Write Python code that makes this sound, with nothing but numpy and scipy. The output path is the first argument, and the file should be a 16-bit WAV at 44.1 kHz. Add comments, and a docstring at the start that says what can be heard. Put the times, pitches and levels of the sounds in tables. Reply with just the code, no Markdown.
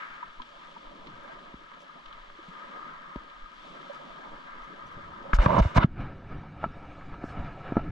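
"""On a sea shore at night, water washes and plops while an angler handles a lure by a body-worn camera.
Bubbles ring as resonators in the wash; hook and rings click and excite the modes of the metal lure.
A hand bumps and drags over the camera: impact and stick-slip friction drive the housing, whose
cavities colour each microphone port differently. Afterwards the sound is duller and centred,
with sleeve rustle and a few hollow knocks of gear."""
import sys
import numpy as np
from scipy import signal
from scipy.fft import rfft, irfft, next_fast_len
from scipy.io import wavfile
from scipy.ndimage import uniform_filter1d, map_coordinates

SR = 44100
rng = np.random.default_rng(int(sys.argv[2]) if len(sys.argv) > 2 else 0)


def master(y):
    """Save y as 16-bit WAV."""
    cut = np.clip(np.atleast_2d(y).T, -1, 1)
    pcm = np.round(cut * 32767)  # scale
    wavfile.write(sys.argv[1], SR, pcm.astype(np.int16))


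N = 348831
T = np.arange(N) / SR


# Hard contacts: knocks on the housing, and early on the small ticks of the lure's tackle. Each row: start in
# seconds, level in dB, pitch in Hz.
KNOCKS = [(1.716, -37.5, 1250), (2.3, -38, 1380), (3.158, -29.5, 684), (5.333, -10, 1470),
          (5.387, -17, 1070), (5.4601, -6.5, 1106), (5.651, -25, 600), (5.763, -18, 520),
          (5.781, -11, 1160), (6.641, -22.5, 1120), (7.01, -40, 1160), (7.141, -34, 920), (7.235, -36, 566),
          (7.721, -23.5, 680), (7.7677, -13, 610)]
# The shell's response. Each row: multiple of the pitch, level in dB.
CLACK = [(.06, -13.5), (.3, -5), (.6, -2), (1, 3), (1.5, -5.5), (2.5, -21), (5, -39), (12, -75)]
def knocks(t60=0.024):
    """Impact excitation: a tap and a brief rattle of the plastic shell, pitched by where it lands."""
    out, t = np.zeros((2, N)), np.arange(SR // 8) / SR
    for s, db, pitch_hz in KNOCKS:
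        force = (rng.standard_normal(len(t)) + 1.05 * rng.standard_normal((2, len(t)))) * amp(-60 * t / t60)
        force[:, 0] += 6  # the tap
        blow = shaped(force, [(k * pitch_hz, level) for k, level in CLACK])
        add(out, s, amp(db - 2.5) * blow / np.abs(blow).max(axis=1, keepdims=True))
    return out


# Soft blows on the camera. Each row: start in seconds, peak in dB, pitch in Hz.
THUMPS = [(1.541, -35.5, 232), (1.541, -46, 50), (3.159, -28.5, 228), (3.161, -37.5, 46.3),
          (5.332, -13.5, 35), (5.333, -22.5, 169), (5.385, -9.5, 40), (5.462, -11, 124),
          (5.597, -10.5, 143), (5.607, -11.5, 52.7), (5.655, -15.5, 84), (5.763, -12.5, 141),
          (5.77, -14.5, 48), (5.781, -10, 122), (5.844, -7.5, 157), (6.638, -30.5, 150),
          (6.661, -26.5, 182), (7.24, -24.5, 282), (7.721, -20, 270), (7.768, -10.5, 273),
          (7.777, -17, 240)]
def thumps(decay_cycles=3.57):
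    """Heavily damped oscillation: each blow rocks the camera mount for a cycle or two."""
    out = np.zeros(N)
    for s, db, hz in THUMPS:
        t60 = decay_cycles / hz
        add(out, s, ring(db, hz, t60, attack=t60 * 0.083, glide=-0.21))
    return out


# Skin and cloth drag on the housing. Each row: start and end in seconds, then drag, scratch,
# hiss and the swell over the stroke, all in dB.
STROKES = [(5.34, 5.37, -45, -41, -49, -7.5), (5.386, 5.415, -36.5, -38, -63.5, 2),
           (5.416, 5.46, -32, -35, -53.5, -1.5), (5.473, 5.607, -24, -38.5, -61.5, 7.5),
           (5.619, 5.75, -45, -46.5, -63, -15), (5.747, 5.776, -32, -33.5, -48, 18),
           (5.777, 5.799, -25, -36, -59, -18), (5.8, 5.841, -27.5, -34.5, -76, 7)]
# Friction spectra. Each row: frequency in Hz, level in dB.
DRAG = [(30, -3.5), (170, 5.5), (380, -7), (620, 2), (1050, 2), (1500, -14), (2500, -29), (6000, -56)]
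SCRATCH = [(600, -35), (1500, 9), (2500, -3), (3700, -13.5), (5000, -21.5), (9000, -53)]
HISS = [(2500, -22), (5000, -1.5), (7500, -8), (10000, -22), (12500, -23), (14000, -35)]
# The hollow under the finger changes size. Each row: time in seconds, multiple of the drag's pitch.
FINGER_BEND = [(5.48, .92), (5.57, 1.05), (5.592, .97), (5.608, .72), (5.63, 1.2), (5.77, 1.05),
               (5.82, 1.3)]
# Resonances of the rubbed shell at each port. Each row: centre in Hz, width in Hz, gain in dB.
SHELL_LEFT = [(540, 81, -1), (670, 59, 4), (770, 166, -14), (1140, 110, -7), (1320, 76, 8), (1900, 210, -6),
              (2920, 270, 8.5), (3750, 840, 8.5)]
SHELL_RIGHT = [(564, 71, 9.5), (653, 59, 9), (944, 125, 5.5), (1130, 340, 6.5), (1750, 330, -6.5),
               (2170, 230, 5), (2650, 230, -1), (3160, 140, -14.5), (3750, 320, 5.5), (13200, 8900, -17)]
# The rubbing reaches the right port out of phase. 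Each row: frequency in Hz, lag in radians.
RUB_LAG = [(350, 0.4), (550, 2.5), (1000, 0.37), (1200, -1.5), (1400, 0.5), (2200, -2), (6000, -0.5)]
def rubbing(slips_per_s=9000):
    """Stick-slip friction: skin catches and lets go, ringing the shell with a drag, scratch and hiss."""
    drag = bent(grains(DRAG, slips_per_s, spread_db=0, alike=0.97), FINGER_BEND)
    drag *= amp(2 * wobble(260))  # the grip flutters
    scratch = grains(SCRATCH, slips_per_s, spread_db=0, alike=0.83)
    hiss = rush(HISS, alike=0.55, patchy_db=1.5)
    out = np.zeros((2, N))
    for start, end, drag_db, scratch_db, hiss_db, swell_db in STROKES:
        progress = np.clip((T - start) / (end - start), 0, 1)
        contact = np.interp(T, [start - .003, start + .0032, end - .003, end + .0054], [0, 1, 1, 0])
        friction = amp(drag_db) * drag + amp(scratch_db) * scratch + amp(hiss_db) * hiss
        out += contact * amp(swell_db * (progress - .5)) * friction
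    rasp = rush([(3000, -15), (5000, 0), (6100, 0), (8000, -20)], alike=0.68, patchy_db=2)
    left, right = out + amp(-47) * swell(5.593, 0.011) * rasp  # skin rasps as one stroke stops
    return np.array([cavities(left, SHELL_LEFT), cavities(delayed(right, RUB_LAG), SHELL_RIGHT)])


# Bumps on the gear. Each row: start in seconds, level in dB, brightness in dB per octave.
BUMPS = [(6.631, -30.5, 3), (6.6405, -20, 0.5), (7.238, -38.5, -2), (7.756, -33.5, 2), (7.769, -17, -11),
         (7.793, -30, -6)]
# Its modes. Each row: frequency in Hz, level in dB, 60 dB decay time in seconds.
HOLLOW_MODES = [(678, -2, 0.04), (830, -3.5, 0.021), (1327, -4.5, 0.054)]
def hollow_gear():
    """Modal vibration: a hollow piece of gear rings briefly at each bump."""
    return struck(BUMPS, HOLLOW_MODES, attack=0.00023)


# Water plops. Each row: start in seconds, level in dB, pitch in Hz.
PLOPS = [(0.226, -31.5, 990), (0.397, -33, 1020), (0.399, -42.5, 239), (0.763, -35.5, 914),
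         (2.386, -41.5, 328), (2.48, -40, 177), (3.457, -44, 1240), (3.896, -33.5, 570), (3.995, -42, 564),
         (5.252, -35, 527), (5.29, -38, 583)]
# The wet noise round a plop. Each row: multiple of the pitch, level in dB.
SPLAT = [(.3, -25), (.7, -13.5), (1, 3), (1.4, 4.5), (4, -40), (9, -65)]
def plops(decay_cycles=20):
    """Bubble resonance: trapped air rings after a splat, rising slightly; large, low bubbles last longest."""
    out = np.zeros((2, N))
    for s, db, hz in PLOPS:
        add(out, s, ring(db - 4.5, hz, decay_cycles / hz, attack=0.0037, glide=0.019))
        add(out, s, amp(db - 8) * burst([(k * hz, level) for k, level in SPLAT], t60=0.064))
    return out


# Fingers, hook and rings scrape the lure. Each row: centre in seconds, level in dB, half length in seconds.
SCRAPES = [(1.82, -62, 0.028), (2.488, -64, 0.046), (3.693, -72, 0.096), (3.945, -60, 0.022),
           (4.885, -67, 0.036)]
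# The snap and rings click. Each row: start in seconds, peak in dB.
CLICKS = [(.418, -36), (1.07, -38.5), (1.69, -51), (1.736, -45), (2.058, -38.5), (2.083, -45),
          (2.126, -40.5), (3.158, -42.5), (3.299, -42)]
# Spectra of a scrape and a click. Each row: frequency in Hz, level in dB.
CRACKLE = [(1200, -21), (2400, 5), (4000, -1), (5600, -5), (7000, -7), (10000, -22), (13000, -34)]
CLICK_SPECTRUM = [(500, -17), (1100, 3), (2000, -0.5), (3400, 0), (5000, -11), (7000, -25), (12000, -57)]
# Hook and rings strike the lure. Each row: start in seconds, level in dB, brightness in dB per octave.
TINKS = [(1.233, -71, 8), (1.80, -62, -14), (1.825, -69, 8), (3.16, -68, 2), (4.638, -61, -8),
         (4.866, -58, -9), (4.92, -69, 11)]
# The metal's modes. Each row: frequency in Hz, level in dB, 60 dB decay time in seconds.
STEEL_MODES = [(6000, -1, 0.06), (9850, -11, .07), (12090, -21, .06)]
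def lure():
    """Friction and impact on metal: scrapes, clicks, and tinks whose modes shift with the contact point."""
    scraping = sum(amp(db) * swell(s, half) for s, db, half in SCRAPES)
    out = scraping * grains(CRACKLE, rate=750, spread_db=-1.5, alike=.7)
    for s, db in CLICKS:
        add(out, s, amp(db) * burst(CLICK_SPECTRUM, t60=0.043))
    return out + struck(TINKS, STEEL_MODES, attack=.0005, scatter=0.0076)


# The sleeve brushes as the arm moves. Each row: peak time in seconds, rumble in dB, swish in dB,
# 60 dB decay time in seconds.
BRUSHES = [(1.11, -50, -75, 0.57), (4.85, -56, -70, .8), (4.97, -48, -69, 1.7), (6.008, -32.5, -40.5, 0.63),
           (6.32, -38, -45, 0.65), (6.645, -40, -39, .11), (7.015, -63, -66, .25), (7.145, -43, -47, 0.12),
           (7.19, -43, -64, .25), (7.24, -46, -46, 0.14), (7.3, -54, -45.5, 1.3), (7.392, -33.5, -43, 0.47),
           (7.47, -39.5, -44, 0.29), (7.679, -43.5, -41, 0.58), (7.78, -32, -44, 0.51),
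           (7.864, -32, -54, 1.1)]
def brushing(rise_s=0.25):
    """Incoherent addition: overlapping brushes sum in power, giving envelopes of rumble and swish."""
    power = np.zeros((2, N))
    for s, rumble_db, swish_db, t60 in BRUSHES:
        shape_db = -60 * np.maximum((s - T) / rise_s, (T - s) / t60)
        power += amp(np.add.outer([rumble_db, swish_db], np.maximum(shape_db, -120))) ** 2
    return np.sqrt(power)


# The rumble of cloth. Each row: frequency in Hz, level in dB.
SLEEVE = [(15, 3.5), (35, -5), (150, -3), (300, -13), (420, -17.5), (800, -44), (3000, -99)]
def far_sleeve(rumble):
    """Cloth friction: the sleeve shifts softly as the lure is handled."""
    return rumble * rush(SLEEVE, alike=0.99, patchy_db=1.5)


def near_sleeve(rumble, rest_db=-45, settle_db_per_s=1):
    """Contact noise: the sleeve lies against the camera, settling slowly beneath its brushes."""
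    resting = amp(rest_db - settle_db_per_s * (T - CENTRED_AT_S))
    return np.hypot(rumble, resting) * rush(SLEEVE, alike=0.87, patchy_db=1.5)


# The sea swells and ebbs. Each row: time in seconds, then wash, slosh and fizz levels in dB.
SEA_LEVELS = [(0.0, -46, -58.5, -57), (0.27, -54, -63, -61), (0.41, -59, -61.5, -61),
              (0.65, -54.5, -61, -58.5), (0.93, -59, -57.5, -61), (1.32, -51, -55, -60),
              (1.61, -57, -62, -62), (2.15, -54, -60.5, -61.5), (2.31, -56, -66, -61.5),
              (2.6, -49, -58.5, -59), (2.8, -50, -55, -59.5), (3.0, -50, -59.5, -62),
              (3.5, -54.5, -64.5, -61.5), (3.65, -53.5, -56.5, -57.5), (3.85, -53, -54, -58),
              (4.44, -51.5, -56.5, -60.5), (4.68, -51.5, -58.5, -61), (4.87, -51, -59, -61.5),
              (5.3, -52, -52, -61)]
# Spectra of water, foam and air. Each row: frequency in Hz, level in dB.
WASH = [(300, -28.5), (500, -12), (800, -5.5), (1100, 6), (2000, 3), (3000, -24.5), (5000, -36.5),
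        (9000, -76)]
SPLASH = [(900, -45), (1400, 0), (2000, -5.5), (2700, -14), (5000, -53)]
FIZZ = [(1200, -33), (2200, -2.5), (3100, -2), (4500, -9.5), (6500, -17), (9000, -28), (12000, -42),
        (14000, -59)]
SLOSH = [(60, -19), (105, -26.5), (150, 2.5), (300, 2), (450, -2), (750, -1), (1200, -7), (3000, -75)]
AIR = [(10, 3.5), (25, 2.5), (45, -13.5), (70, -21.5), (120, -48), (400, -90)]
def sea():
    """Modulated broadband noise: wavelets lap over stones, with a fading splash, foam and moving air."""
    wash_db, slosh_db, fizz_db = curves(SEA_LEVELS)
    wash = rush(WASH, alike=0.65, patchy_db=1.15) + amp(-7.5 + 1.8 * wobble(9)) * gurgle()
    lapping = amp(wash_db - 0.5 + 1.2 * wobble(16))
    splash = amp(-44 - 49 * T) * rush(SPLASH, alike=0.81, patchy_db=2)
    fizz = rush(FIZZ, alike=.65, patchy_db=.5)
    fizz += amp(-6) * grains(FIZZ, rate=1200, spread_db=2.5, alike=.65)  # bursting foam
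    slosh = rush(SLOSH, alike=.55, patchy_db=2.5) * amp(1.2 * wobble(12))
    air = rush(AIR, alike=0.99, patchy_db=4) * amp(-57 + 2.5 * wobble(4.56))
    return lapping * wash + splash + amp(fizz_db - 0.5) * fizz + amp(slosh_db + 3.5) * slosh + air


def gurgle(bubbles_per_s=160, centre_hz=1274, log_spread=0.12, decay_cycles=22):
    """Superposed resonators: small bubbles among the stones, each with its own pitch, size and side."""
    draws = rng.random((4000, 4))
    t, out = np.arange(SR // 25) / SR, np.zeros((2, N))
    for when, pitch, size, side in draws[:int(bubbles_per_s * N / SR)]:
        hz = centre_hz * np.exp(log_spread * np.sqrt(3) * (2 * pitch - 1))
        cycles = hz * t
        envelope = amp(-60 * cycles / decay_cycles) * (1 - np.exp(-cycles / 2))
        wave = envelope * np.sin(2 * np.pi * cycles * (1 + 0.058 * cycles / decay_cycles))
        add(out, when * T[-1], amp(9 * size) * np.outer([.5 + side, 1.5 - side], wave))
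    return unit(out)


# The sea once the sound is centred. Each row: time in seconds, level in dB.
LATE_SEA = [(5.88, -57.5), (6.1, -54), (6.55, -53), (6.92, -49), (7.2, -52), (7.6, -49), (7.9, -52)]
# Its duller spectrum. Each row: frequency in Hz, level in dB.
LATE_WASH = [(200, -19.5), (500, 4.5), (850, 1), (1300, -3.5), (2000, -12), (3000, -18.5), (5000, -36),
             (9000, -82.5)]
def dull_wash_and_swish(swish):
    """Power summation: the duller sea and the sleeve's swish share noise bands; the cloth hisses once."""
    water = amp(curves(LATE_SEA)[0])
    wash = np.hypot(water, swish) * rush(LATE_WASH, alike=1, patchy_db=2)
    fizz = np.hypot(water, amp(-10.5) * swish) * rush(FIZZ, alike=0.98, patchy_db=3)
    hiss = amp(-68) * swell(7.285, 0.05) * rush(HISS, alike=0.78, patchy_db=4)
    return wash + amp(-18) * fizz + hiss


def ring(db, hz, t60, attack, glide):
    """Damped oscillation with a soft start; the pitch moves by the fraction glide over t60."""
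    t = np.arange(SR // 4) / SR
    phase = 2 * np.pi * hz * t * (1 + glide * np.minimum(t / t60, 1) / 2)
    wave = np.sin(phase) * amp(-60 * t / t60) * (1 - np.exp(-t / attack)) ** 2
    return amp(db) * wave / np.abs(wave).max()


def struck(hits, modes, attack, scatter=0):
    """Modal superposition: each hit rings the modes at new strengths, detuned by the fraction scatter."""
    out = np.zeros(N)
    for s, db, bright_db in hits:
        for (hz, level, t60), (chance_db, shift) in zip(modes, rng.standard_normal((len(modes), 2))):
            mode_db = db + level + bright_db * np.log2(hz / modes[0][0]) + chance_db
            add(out, s, ring(mode_db, hz * (1 + scatter * shift), t60, attack, glide=0))
    return out


def burst(spectrum, t60):
    """Exponential decay of a puff of stereo noise, peak 1."""
    t = np.arange(SR // 8) / SR
    noise = rng.standard_normal(len(t)) + 0.74 * rng.standard_normal((2, len(t)))
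    puff = shaped(noise * amp(-60 * t / t60), spectrum)
    return puff / np.abs(puff).max()


def rush(spectrum, alike, patchy_db):
    """Stereo noise with random gain in patches of time and frequency, rms 1."""
    bins = signal.stft(rng.standard_normal((3, N)), nperseg=512)[2]
    patches = uniform_filter1d(rng.standard_normal(bins.shape[1:]), size=5, axis=0)
    patches = uniform_filter1d(patches, size=7, axis=1)
    noise = signal.istft(bins * amp(patchy_db * unit(patches)), nperseg=512)[1][:, :N]
    return unit(shaped(stereo(noise, alike), spectrum))


def grains(spectrum, rate, spread_db, alike):
    """Shot noise: rate tiny stereo impulses a second, of uneven size, rms 1."""
    sizes = (rng.random(N) < rate / SR) * amp(spread_db * np.clip(rng.standard_normal(N), -2, 2))
    return unit(shaped(sizes * stereo(rng.standard_normal((3, N)), alike), spectrum))


def stereo(noises, alike):
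    """Partial coherence: alike is the share of power common to both ports."""
    return np.sqrt(alike) * noises[2] + np.sqrt(1 - alike) * noises[:2]


def cavities(x, modes):
    """Cavity resonance: the housing lifts and hollows bands on the way to a port."""
    return coloured(x, lambda f: sum(db * .5 ** ((2 * (f - hz) / width) ** 2) for hz, width, db in modes))


def delayed(x, lag):
    """Diffraction round the housing: each frequency has its own phase lag."""
    m = next_fast_len(N + SR // 2)
    return irfft(rfft(x, m) * np.exp(-1j * along(lag, np.fft.rfftfreq(m, 1 / SR))), m)[:N]


def bent(pair, bend):
    """Time scaling: a varying speed slides all resonances together."""
    place = np.cumsum(curves(bend)[0])
    return np.array([map_coordinates(side, [place], mode="wrap") for side in pair])


def coloured(x, gain_db):
    """Minimum-phase (causal) filter; gain_db is a function of frequency."""
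    n = x.shape[-1]
    m = 2 * next_fast_len(n // 2 + 4096)
    cepstrum = irfft(np.log(amp(gain_db(np.fft.rfftfreq(m, 1 / SR))) + 1e-6))
    cepstrum[1:m // 2] *= 2
    cepstrum[m // 2 + 1:] = 0
    return irfft(rfft(x, m) * np.exp(rfft(cepstrum)), m)[..., :n]


def shaped(x, spectrum):
    """Filtering by (Hz, dB) points."""
    return coloured(x, lambda hz: along(spectrum, hz))


def along(points, hz):
    """Interpolation of (Hz, value) points on a log axis."""
    f, v = np.transpose(points)
    return np.interp(np.log(hz + 1), np.log(f + 1), v)


def curves(rows):
    """Linear interpolation in time of each column after the first."""
    s, *cols = np.transpose(rows)
    return [np.interp(T, s, c) for c in cols]


def wobble(rate):
    """Smooth random modulation, rate knots a second."""
    return map_coordinates(rng.standard_normal(int(N * rate / SR) + 4), [T * rate])


def swell(centre_s, half_s):
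    """Gaussian envelope."""
    return np.exp(-((T - centre_s) / half_s) ** 2)


def amp(db):
    """Decibels to gain."""
    return 10 ** (np.asarray(db) / 20)


def unit(x):
    """Normalisation to rms 1."""
    return x / np.sqrt(np.mean(x ** 2) + 1e-20)


def add(track, s, sound):
    """Superposition of a sound on a track at s seconds."""
    part = track[..., round(s * SR):][..., :sound.shape[-1]]
    part += sound[..., :part.shape[-1]]


# Housing cavities: left, right and once centred. Each row: centre in Hz, width in Hz, gain in dB.
LEFT_CAVITIES = [(620, 75, 2), (780, 197, -7), (967, 184, 7.5), (1260, 152, 11.5), (1614, 207, 7.5),
                 (2030, 300, -4.5), (2325, 290, 4), (3370, 840, 6), (6200, 490, -5.5), (11800, 540, 8)]
RIGHT_CAVITIES = [(570.5, 64, 11), (678, 52, 5), (976, 220, 6), (1188, 186, 7.5), (1435, 380, -3.5),
                  (2130, 260, 5.5), (5400, 480, -5), (12540, 10000, -12)]
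CENTRE_CAVITIES = [(293, 47, 4.5), (479, 120, -6.5), (616, 55, -6), (700, 130, -0.5), (848, 83, -5),
                   (1040, 120, -4), (1304, 140, 8.5), (1690, 183, 6), (2294, 250, 6.5), (2860, 210, 3),
                   (3190, 160, -5), (3860, 206, 3), (11000, 4000, -3.5)]
# Airborne sound reaches the right port late. Each row: frequency in Hz, lag in radians.
PORT_LAG = [(350, 0), (560, 2.0), (800, 0.96), (950, 0.5), (1250, 4), (1380, 5), (1550, 2), (2300, 3),
            (3400, 4.5), (4200, 6)]
# The sleeve softens the late knocks. Each row: frequency in Hz, gain in dB.
MUFFLE = [(1600, 2), (3000, -7), (6000, -15)]
CENTRED_AT_S = 5.862
def scene():
    """Source and filter: two differently coloured ports at first, then one centred sound."""
    contacts = knocks()
    rumble, swish = brushing()
    left, right = sea() + plops() + lure() + far_sleeve(rumble)
    # knocks travel through the shell and reach both ports together
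    wide = np.array([cavities(left + contacts[0], LEFT_CAVITIES),
                     cavities(delayed(right, PORT_LAG) + contacts[1], RIGHT_CAVITIES)])
    cloth_and_sea = (near_sleeve(rumble) + dull_wash_and_swish(swish))[0]
    centred = cavities(cloth_and_sea + shaped(contacts[0], MUFFLE), CENTRE_CAVITIES) + hollow_gear()
    blend = np.clip((T - CENTRED_AT_S) / 0.017 + .5, 0, 1)
    return (1 - blend) * (wide + rubbing()) + blend * centred + thumps()


def record(dry):
    """Band limiting: the camera cuts off steeply above 13 kHz; a brief fade closes the sound."""
    m = next_fast_len(N + SR // 2)
    closing = np.clip((T[-1] - T) / .004, 0, 1)
    attenuation = np.sqrt(1 + (np.fft.rfftfreq(m, 1 / SR) / 13000) ** 80)
    return irfft(rfft(dry * closing, m) / attenuation, m)[:, :N]


dry = scene()
out = record(dry)
master(out)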